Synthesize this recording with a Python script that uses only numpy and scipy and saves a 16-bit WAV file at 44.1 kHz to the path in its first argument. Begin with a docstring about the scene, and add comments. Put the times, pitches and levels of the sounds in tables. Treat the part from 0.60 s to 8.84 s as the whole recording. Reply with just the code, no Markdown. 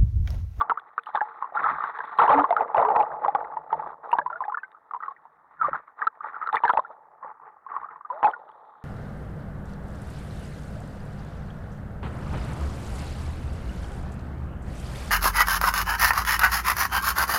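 """Muffled bubbles burst and knock over a gurgle, heard from a sealed camera housing at the sea surface. Large
bubbles ring at their own pitch and shake the housing; small ones stream past in gushes. A few large air pockets
moan and glide, sharp slaps crack high above the bubbles, and water sloshes over a distant wash. The microphone
overloads on the loudest bubbles; the housing muffles everything above a few kHz."""
import sys
import numpy as np
from scipy import signal
from scipy.fft import rfft, irfft
from scipy.io import wavfile
from scipy.ndimage import uniform_filter1d

SR = 44100
rng = np.random.default_rng(int(sys.argv[2]) if len(sys.argv) > 2 else 0)


def dump(signal):
    """Clip the signal to [-1, 1] and save it as 16-bit WAV at the path in sys.argv[1]."""
    limited = np.clip(np.atleast_2d(signal).T, -1, 1)
    pcm = np.round(limited * 32767).astype(np.int16)
    wavfile.write(sys.argv[1], SR, pcm)


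N = 363384

# bubbles against the housing: t/s, level/dB, f/Hz, drive/ms, t60/ms
BIG_BUBBLES = [(0.01, -10.5, 1149, 2, 66), (0.0966, -3, 1206, 0.3, 10.7), (0.1057, -15, 1300, 4, 12),
               (0.173, -21, 1230, 3.9, 8), (0.379, -12, 1242, 1.37, 13), (0.5477, -12.5, 860, 0.33, 47),
               (0.573, -14, 1134, 0.94, 16), (0.6068, -16, 1660, 0.36, 33), (0.613, -12.5, 840, 0.64, 79),
               (0.8233, -16, 1057, 2.64, 14), (0.8417, -22, 1050, 2.7, 14.4), (0.921, -31, 700, 3, 15),
               (0.97, -15.5, 1370, 1.6, 58), (1.0403, -14.5, 1315, 0.7, 100),
               (1.098, -24.5, 1276, 0.65, 22), (1.204, -22, 1200, 4, 15), (1.238, -11, 1173, 0.5, 10),
               (1.3874, -10.5, 1530, 0.14, 2.5), (1.5867, 13, 1064, 3.2, 12.7), (1.6162, 0.5, 931, 1.6, 46),
               (1.6782, -6.5, 944, 1.0, 43), (1.6942, 7, 1052, 1.6, 26), (1.698, -13, 585, 8, 60),
               (1.7239, -6.5, 855, 0.94, 170), (1.787, -9, 742, 6.6, 14), (1.7944, -11.5, 1222, 3.6, 46),
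               (1.8411, -9.5, 1075, 7.2, 5.5), (1.9062, -5, 687, 2.3, 47), (1.9257, -11, 892, 1.6, 34),
               (1.965, -6, 1307, 0.38, 17.5), (2.0069, -10, 813, 3.6, 15), (2.1454, -8, 850, 5.1, 8),
               (2.1798, -6, 675, 1.5, 75), (2.1989, -10.5, 728, 0.94, 37), (2.2496, -8.5, 965, 1.0, 47),
               (2.2867, -10, 820, 1.5, 18), (2.303, -13, 830, 5, 15), (2.3605, 0, 867, 2.5, 7.5),
               (2.4, -9.5, 825.4, 2.6, 120), (2.6465, -11.5, 1000, 4, 7.6), (2.6811, -9, 807, 4.3, 37),
               (2.749, -6.5, 822, 1.2, 39), (2.968, -18, 904, 4.8, 11), (3.1275, -9.5, 881, 1.7, 65),
               (3.529, -4, 938, 4.7, 35), (3.5852, -5.5, 918, 0.66, 23), (3.586, -16.5, 1617, 2.6, 14.5),
               (3.66, -18.5, 988, 1.8, 52), (3.701, -22, 980, 1.3, 30), (3.699, -30, 1390, 2, 45),
               (3.727, -25, 1370, 4.8, 34), (3.7564, -26, 1425, 1.2, 42), (3.8045, -18.5, 1029, 0.83, 80),
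               (3.819, -22, 850, 2, 35), (3.8373, -27, 1700, 2, 12), (3.851, -26, 850, 2, 50),
               (3.8795, -21, 838, 2.6, 90), (3.897, -25, 1200, 2, 20), (3.9203, -21, 1033, 1.7, 45),
               (3.943, -20, 1415, 3.4, 20), (3.971, -18, 1180, 0.81, 27), (3.9765, -29, 1710, 2, 60),
               (4.0316, -25.5, 1558, 0.92, 57), (4.146, -39, 1270, 1.6, 31), (4.3092, -23, 1200, 1.3, 14),
               (4.3347, -21, 1090, 2, 18), (4.3445, -22, 960, 2, 35), (4.3614, -25.5, 1010, 2.7, 34),
               (4.403, -28, 1270, 1, 28), (4.4235, -27, 1150, 2, 12), (4.4279, -32, 1890, 3, 25),
               (4.434, -20.5, 1285, 0.61, 20), (4.459, -28, 1220, 0.91, 14), (4.4798, -22.5, 1092, 1.2, 50),
               (4.508, -33, 1100, 10, 20), (4.563, -38.5, 1900, 0.89, 20), (4.652, -34.5, 916, 0.72, 28),
               (5.0128, -15, 1302, 10, 11), (5.045, -14, 1160, 0.37, 84), (5.083, -18.5, 562, 1.6, 26),
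               (5.1305, -15, 1304, 0.69, 41), (5.4175, -15, 1680, 2, 5.7), (5.4228, -17.5, 1207, 3.3, 29),
               (5.4684, -12, 1310, 9, 10), (5.6052, -27, 1203, 3.9, 25), (5.742, -27, 1400, 2, 12),
               (5.762, -27.5, 1350, 3, 32), (5.813, -24, 1300, 2, 15), (5.8237, -24, 1280, 5.6, 46),
               (5.861, -25, 1350, 4, 15), (5.8716, -18.5, 1342, 1.2, 39), (5.8885, -17, 1190, 0.43, 35),
               (5.928, -19, 830, 5.4, 18), (5.942, -11, 950, 2, 15), (5.968, -7, 1960, 1.1, 13),
               (6.036, -7, 950, 4, 50), (6.05, -12.5, 1750, 1.5, 13), (6.0786, -14, 1560, 1.6, 19),
               (6.094, -2, 966, 0.69, 21), (6.099, -6, 1320, 2, 22), (6.135, -11, 760, 0.67, 12),
               (6.1723, 0, 882, 3.6, 13), (6.247, -31, 1370, 4.4, 20), (6.626, -31, 1060, 4.1, 64),
               (7.063, -31, 1070, 3.6, 41), (7.1164, -26, 1130, 3.7, 22), (7.138, -29, 1070, 5, 15),
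               (7.15, -27, 1150, 4, 18), (7.1634, -17, 1088, 2, 30), (7.23, -28, 1100, 3, 20),
               (7.243, -27, 1170, 3.2, 20), (7.286, -33, 1270, 4, 20), (7.358, -32, 1060, 2, 12),
               (7.408, -31, 1110, 1.3, 18), (7.4475, -31, 1202, 6.7, 20), (7.5001, -22, 987, 7.6, 63),
               (7.629, -3.5, 934, 0.71, 6.1), (7.6439, -1, 839, 1.8, 108), (7.669, -10, 806, 2.6, 15),
               (7.7339, -24, 1427, 1.0, 54)]
# housing resonances: f/Hz, width/Hz, gain/dB
HOUSING_MODES = [(464, 30, -5), (865, 50, -2), (1167, 280, -6.5), (1858, 220, -11), (2750, 200, -16),
                 (3680, 970, -21)]
# small-bubble stream: t/s, trickle level/dB, centre f/Hz, spray offset/dB, slosh offset/dB
BUBBLE_STREAM = [(0.0, -39, 996, -31, -31.5), (0.45, -59.5, 1213, -7, -43), (0.9, -69.5, 1102, -22.5, -39),
                 (1.1, -35, 1325, -16.5, -24), (1.5, -57, 1227, -13, -43), (1.72, -32, 867, -21.5, -41.5),
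                 (2.2, -35, 812, -34, -33), (2.8, -39.5, 775, -27.5, -32), (3.6, -56.5, 926, -22.5, -25.5),
                 (4.1, -57.5, 1027, -17, -43.5), (4.88, -59.5, 1165, -16, -30),
                 (5.1, -41.5, 1395, -24, -21.5), (5.35, -68.5, 1176, -19, -51),
                 (5.83, -42.5, 1303, -23, -38.5), (6.12, -45.5, 923, -10.5, -34),
                 (6.4, -54.5, 826, -23, -37.5), (6.7, -54.5, 1014, -37, -36),
                 (7.35, -58.5, 1190, -27.5, -34.5), (7.7, -45.5, 820, -19, -46.5),
                 (8.24, -54, 881, -7.5, -34)]


def gain_of(db):
    """dB to amplitude."""
    return 10 ** (np.asarray(db) / 20)


def unit_rms(x):
    """Scale to rms 1."""
    return x / np.sqrt(np.mean(x ** 2) + 1e-20)


def spectrum_gain(points, hz):
    """Gain at hz from (f/Hz, level/dB) points on a log-frequency axis."""
    point_hz, db = np.transpose(points)
    return gain_of(np.interp(np.log(hz + 1), np.log(point_hz + 1), db))


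def curves(rows):
    """Columns after t/s, interpolated per sample."""
    times_s, *columns = np.transpose(rows)
    return [np.interp(np.arange(N) / SR, times_s, column) for column in columns]


def add(mix, at_s, sound):
    """Mix a sound in at at_s."""
    part = mix[max(round(at_s * SR), 0):][:len(sound)]
    part += sound[:len(part)]


def passband(x, kind, hz):
    """Third-order high- or low-pass."""
    return signal.sosfilt(signal.butter(3, hz, kind, fs=SR, output="sos"), x)


def resonate(x, modes):
    """Parallel resonators."""
    return sum(gain_of(db) * signal.lfilter(*signal.iirpeak(hz, hz / width_hz, SR), x)
               for hz, width_hz, db in modes)


def bubble(hz, drive_s, t60_s, rise_per_s, attack_s):
    """A gliding sine that swells, holds while air is fed, then decays."""
    t = np.arange(round((drive_s + t60_s) * SR) + 1) / SR
    swell = np.sin(np.pi / 2 * np.minimum(t / attack_s, 1)) ** 2
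    decay = gain_of(-60 * np.maximum(t - drive_s, 0) / t60_s)
    return swell * decay * np.sin(2 * np.pi * hz * (t + rise_per_s * t ** 2 / 2))


def sea(level_db=-64):
    """Steady distant wash of shaped noise."""
    # wash spectrum: f/Hz, relative level/dB
    wash_spectrum = [(18, -56.5), (30, -18.5), (1300, -2.5), (1440, -16), (1810, -6.5), (2430, -22),
                     (4460, -44), (5800, -62), (9810, -120)]
    spectrum = rfft(rng.standard_normal(N)) * spectrum_gain(wash_spectrum, np.fft.rfftfreq(N, 1 / SR))
    return gain_of(level_db) * unit_rms(irfft(spectrum, N))


def stream_level_db(rise_db_per_s=1000, fall_db_per_s=460):
    """Gushes swell, hold and fade over the trickle; their powers add."""
    # gushes of small bubbles: t/s, hold/s, level/dB
    gushes = [(0.0, 0.0043, -21), (.474, 0.0081, -32), (0.554, 0.0026, -23.5), (0.639, 0.26, -42.5),
              (0.952, 0.088, -28.5), (1.028, 0.075, -24), (1.11, 0.075, -30), (1.2, .1, -31),
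              (1.349, 0.27, -35), (1.618, 0.02, -11), (1.691, 0.044, -11), (1.75, 0.073, -18.5),
              (1.988, 0.034, -24.5), (2.168, 0.058, -17), (2.272, 0.16, -23.5), (2.479, 0.058, -32),
              (2.625, 0.03, -25), (2.76, 0.087, -31.5), (2.916, 0.018, -39.5), (3.098, .22, -35),
              (3.441, 0.16, -36.5), (3.604, 0.27, -46), (4.423, 0.093, -46), (5.032, 0.057, -30.5),
              (5.137, 0.029, -29.5), (5.28, 0.0066, -45.5), (5.39, 0.061, -36.5), (5.554, .005, -48.5),
              (5.645, 0.045, -33), (5.755, 0.0037, -34.5), (5.818, 0.018, -34.5), (5.949, 0.0063, -18),
              (6.044, 0.0042, -23), (6.122, 0.079, -37), (6.308, 0.0052, -40.5), (6.635, 0.07, -39),
              (6.811, 0.068, -49), (7.09, 0.175, -40.5), (7.3, 0.065, -44), (7.507, .1, -40),
              (7.637, 0.048, -24)]
    t = np.arange(0, N / SR, .001)
    at_s, hold_s, db = np.transpose(gushes)[:, :, None]
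    drop_db = rise_db_per_s * np.maximum(at_s - t, 0) + fall_db_per_s * np.maximum(t - at_s - hold_s, 0)
    gush_power = np.interp(np.arange(N) / SR, t, gain_of(2 * (db - drop_db)).sum(0))
    trickle_db = curves(BUBBLE_STREAM)[0]
    return 10 * np.log10(gush_power + gain_of(2 * trickle_db))


def impulses(per_s):
    """Sparse clicks of random size and sign."""
    return gain_of(2.5 * rng.exponential(1, N)) * rng.choice([-1, 1], N) * (rng.random(N) < per_s / SR)


def slosh(stream_db, follow=0.73, smooth_s=0.057):
    """Low lumpy pushes of water on the housing, sluggishly following the stream."""
    # slosh resonances: f/Hz, width/Hz, gain/dB
    modes = [(65, 36, -2), (155, 30, 0), (260, 140, -6)]
    push_db = follow * uniform_filter1d(stream_db, round(smooth_s * SR)) + curves(BUBBLE_STREAM)[-1]
    lumps = resonate(resonate(impulses(per_s=80), modes), modes)
    return unit_rms(lumps) * gain_of(push_db)


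def churn(throb, centre_hz):
    """Churning water: large bubbles stir the low housing modes, small ones the higher."""
    water = throb * rng.standard_normal(N)
    low_share = np.clip((1350 - centre_hz) / 550, .15, .75)
    low, high = resonate(water, HOUSING_MODES[:2]), resonate(water, HOUSING_MODES[2:4])
    return unit_rms(passband(low_share * low + (1 - low_share) * high, "low", 2100))


def spray(throb, mist_db=-18):
    """Dense ticks ring the top housing mode under a faint bright mist."""
    ticks = np.sqrt(throb) * impulses(per_s=3000)
    ringing = unit_rms(resonate(resonate(ticks, HOUSING_MODES[-1:]), HOUSING_MODES[-1:]))
    mist = unit_rms(passband(ticks, "high", 1800))
    return unit_rms(ringing + gain_of(mist_db) * mist)


def small_bubbles(centre_hz, per_s=450, log_spread=.25, t60_cycles=14, size_db=3.5, housing_db=8):
    """Random rising chirps around a moving pitch, partly heard through the housing."""
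    draws = rng.random((9000, 5))
    times_s = np.cumsum(-np.log(1 - draws[:, 0]) / per_s)
    out = np.zeros(N)
    for at_s, (_, u, v, size, length) in zip(times_s[times_s < N / SR], draws):
        normal = np.sqrt(-2 * np.log(1 - u)) * np.cos(2 * np.pi * v)
        hz = np.clip(centre_hz[int(at_s * SR)] * np.exp(log_spread * normal), 520, 2300)
        chirp = bubble(hz, 1 / hz, t60_cycles * (.5 + length) / hz, rise_per_s=9.3, attack_s=0.0015)
        add(out, at_s, gain_of(-size_db * np.log(1 - .97 * size)) * chirp)
    return unit_rms(out + gain_of(housing_db) * resonate(out, HOUSING_MODES))


def gurgle(stream_db, churn_db=-5.5):
    """Small bubbles stream past over churn and spray, which throb together."""
    _, centre_hz, spray_db, _ = curves(BUBBLE_STREAM)
    chirps = small_bubbles(centre_hz)
    throb = gain_of(5 * unit_rms(uniform_filter1d(rng.standard_normal(N), 500)))
    body = unit_rms(chirps + gain_of(churn_db) * churn(throb, centre_hz))
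    return (body + gain_of(spray_db) * spray(throb)) * gain_of(stream_db)


def air_pockets():
    """Large trapped bubbles: soft tones that swell, glide and fade."""
    # air pocket tones: t/s, length/s, level/dB, start f/Hz, end f/Hz
    moans = [(1.725, 0.115, -16.5, 276.3, 295.4), (2.232, 0.1, -23.5, 422, 442),
             (2.33, 0.044, -32.5, 483, 497), (3.611, 0.022, -33.5, 592, 590), (3.701, .09, -40, 577, 702),
             (4.99, .095, -25, 1467, 973), (7.503, .1, -35, 481, 722)]
    out = np.zeros(N)
    for at_s, length_s, db, start_hz, end_hz in moans:
        count = round(length_s * SR)
        cycles = np.cumsum(np.linspace(start_hz, end_hz, count)) / SR
        swell = np.sin(np.pi * np.arange(count) / count)
        add(out, at_s, gain_of(db) * swell * np.sin(2 * np.pi * cycles))
    return out


def slaps(crack_db=1, t60_s=0.013, spread_db=6.5, range_hz=(2820, 3870)):
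    """Each slap is a crack of noise with a tiny high ring; listed slaps and the big bubbles' own."""
    # hard slaps: t/s, level/dB, f/Hz
    hard_slaps = [(0.0103, -17, 3410), (0.197, -30.5, 3440), (0.394, -33, 2500), (0.435, -31, 3480),
                  (0.4605, -28, 3000), (0.555, -13, 3600), (0.958, -31, 3740), (1.041, -24, 3570),
                  (1.453, -32, 3500), (1.577, -27, 3970), (1.5864, -1, 3080), (1.68, -19, 2950),
                  (1.799, -20, 3090), (2.17, -18.5, 2810), (2.214, -30, 3650), (2.4264, -25.5, 2800),
                  (3.5167, -18.5, 2710), (3.534, -16.5, 2820), (3.8516, -39.5, 3600), (4.1172, -39.5, 3730),
                  (5.471, -14, 3980), (5.873, -23, 3970), (5.9272, -18.5, 3650), (5.9561, -4.5, 3556),
                  (6.039, -13.5, 2930), (6.08, -20, 4070), (6.0932, -13.5, 3340), (6.1314, -25, 3300),
                  (6.1966, -28, 3760), (7.6457, -13, 3290), (7.7127, -30.5, 3070), (7.8895, -44, 2980),
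                  (7.9156, -41, 3360)]
    bubble_slaps = []  # every big bubble also slaps, loud ones much more
    for at_s, bubble_db, *_ in BIG_BUBBLES:
        db = 2.39 * min(bubble_db, -6) - 7.5 + rng.uniform(-spread_db, spread_db)
        bubble_slaps.append((at_s, db, rng.uniform(*range_hz)))
    out, t = np.zeros(N), np.arange(1500) / SR
    for at_s, db, hz in hard_slaps + bubble_slaps:
        add(out, at_s, gain_of(db + crack_db - 60 * t / t60_s) * rng.standard_normal(len(t)))
        add(out, at_s, gain_of(db) * bubble(hz, 0.0012, t60_s, rise_per_s=0, attack_s=0.00019))
    return passband(out, "high", 1100)


def big_bubbles(rise_per_s=0.43, shed_db=-14, burst_db=-4.5, burst_t60_s=0.028, soft_db=-15):
    """Each bubble rings, sheds three smaller ones and shakes the housing with a rough burst."""
    rings, bursts = np.zeros(N), np.zeros(N)
    t = np.arange(3000) / SR
    for at_s, db, hz, drive_ms, t60_ms in BIG_BUBBLES:
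        draws = rng.standard_normal((3, 4))
        slow_s = 0.00012 * np.clip(soft_db + 6 - db, 0, 12)  # soft bubbles swell more slowly
        attack_s = 0.0009 + slow_s
        glide_per_s = rise_per_s * (1 + draws[0, 3])
        ring = bubble(hz, drive_ms / 1000 + slow_s, t60_ms / 1000, glide_per_s, attack_s)
        add(rings, at_s, gain_of(db) * ring)
        for delay, detune, size in draws.T[:3]:
            shed = bubble(hz * np.exp(.15 * detune), 0.0028, 0.026, rise_per_s, attack_s)
            add(rings, at_s + .01 * abs(delay), gain_of(db + shed_db + 2 * size) * shed)
        rough = rng.standard_normal(len(t)) ** 3
        envelope_db = db + burst_db + 0.02 * min(db - soft_db, 0) - 60 * t / burst_t60_s
        add(bursts, at_s, gain_of(envelope_db) * np.minimum(t / attack_s, 1) * rough)
    return rings + passband(resonate(bursts, HOUSING_MODES[:-1]), "low", 3400)


def scene():
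    """Mono sum of all sources."""
    stream_db = stream_level_db()
    bubbles = passband(big_bubbles() + gurgle(stream_db), "high", 150)
    return (bubbles + slaps() + air_pockets() + slosh(stream_db) + sea())[None]


def record(dry, overload_db=-11.5, hiss_db=-92, cutoff_hz=17200):
    """Microphone overload, housing muffle, amplifier hiss, band limit."""
    # muffling by the housing wall: f/Hz, gain/dB
    wall = [(20, -39), (60, -7.5), (300, -5.5), (900, -0.5), (1300, 0), (1700, -1), (2300, -11.5),
            (3000, -19), (3800, -21.5), (4500, -27), (5000, -50.5)]
    # faint treble leaking past it: f/Hz, gain/dB
    leak = [(6300, -46), (7000, -58), (8000, -40), (9500, -33), (12000, -40), (14000, -62)]
    clipped = dry / (1 + (dry / gain_of(overload_db)) ** 10) ** (1 / 10)
    log_gain = np.log(spectrum_gain(wall + leak, abs(np.fft.fftfreq(4096, 1 / SR))))
    minimum_phase = -signal.hilbert(log_gain).imag
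    wall_taps = np.fft.ifft(np.exp(log_gain + 1j * minimum_phase)).real[:2048]
    muffled = signal.oaconvolve(clipped, wall_taps[None])[:, :N]
    hiss = gain_of(hiss_db) * rng.standard_normal(dry.shape)
    lowpass_taps = signal.firwin(511, cutoff_hz, window=("kaiser", 9), fs=SR)
    return signal.oaconvolve(muffled + hiss, lowpass_taps[None], "same")


dry = scene()
out = record(dry)
dump(out)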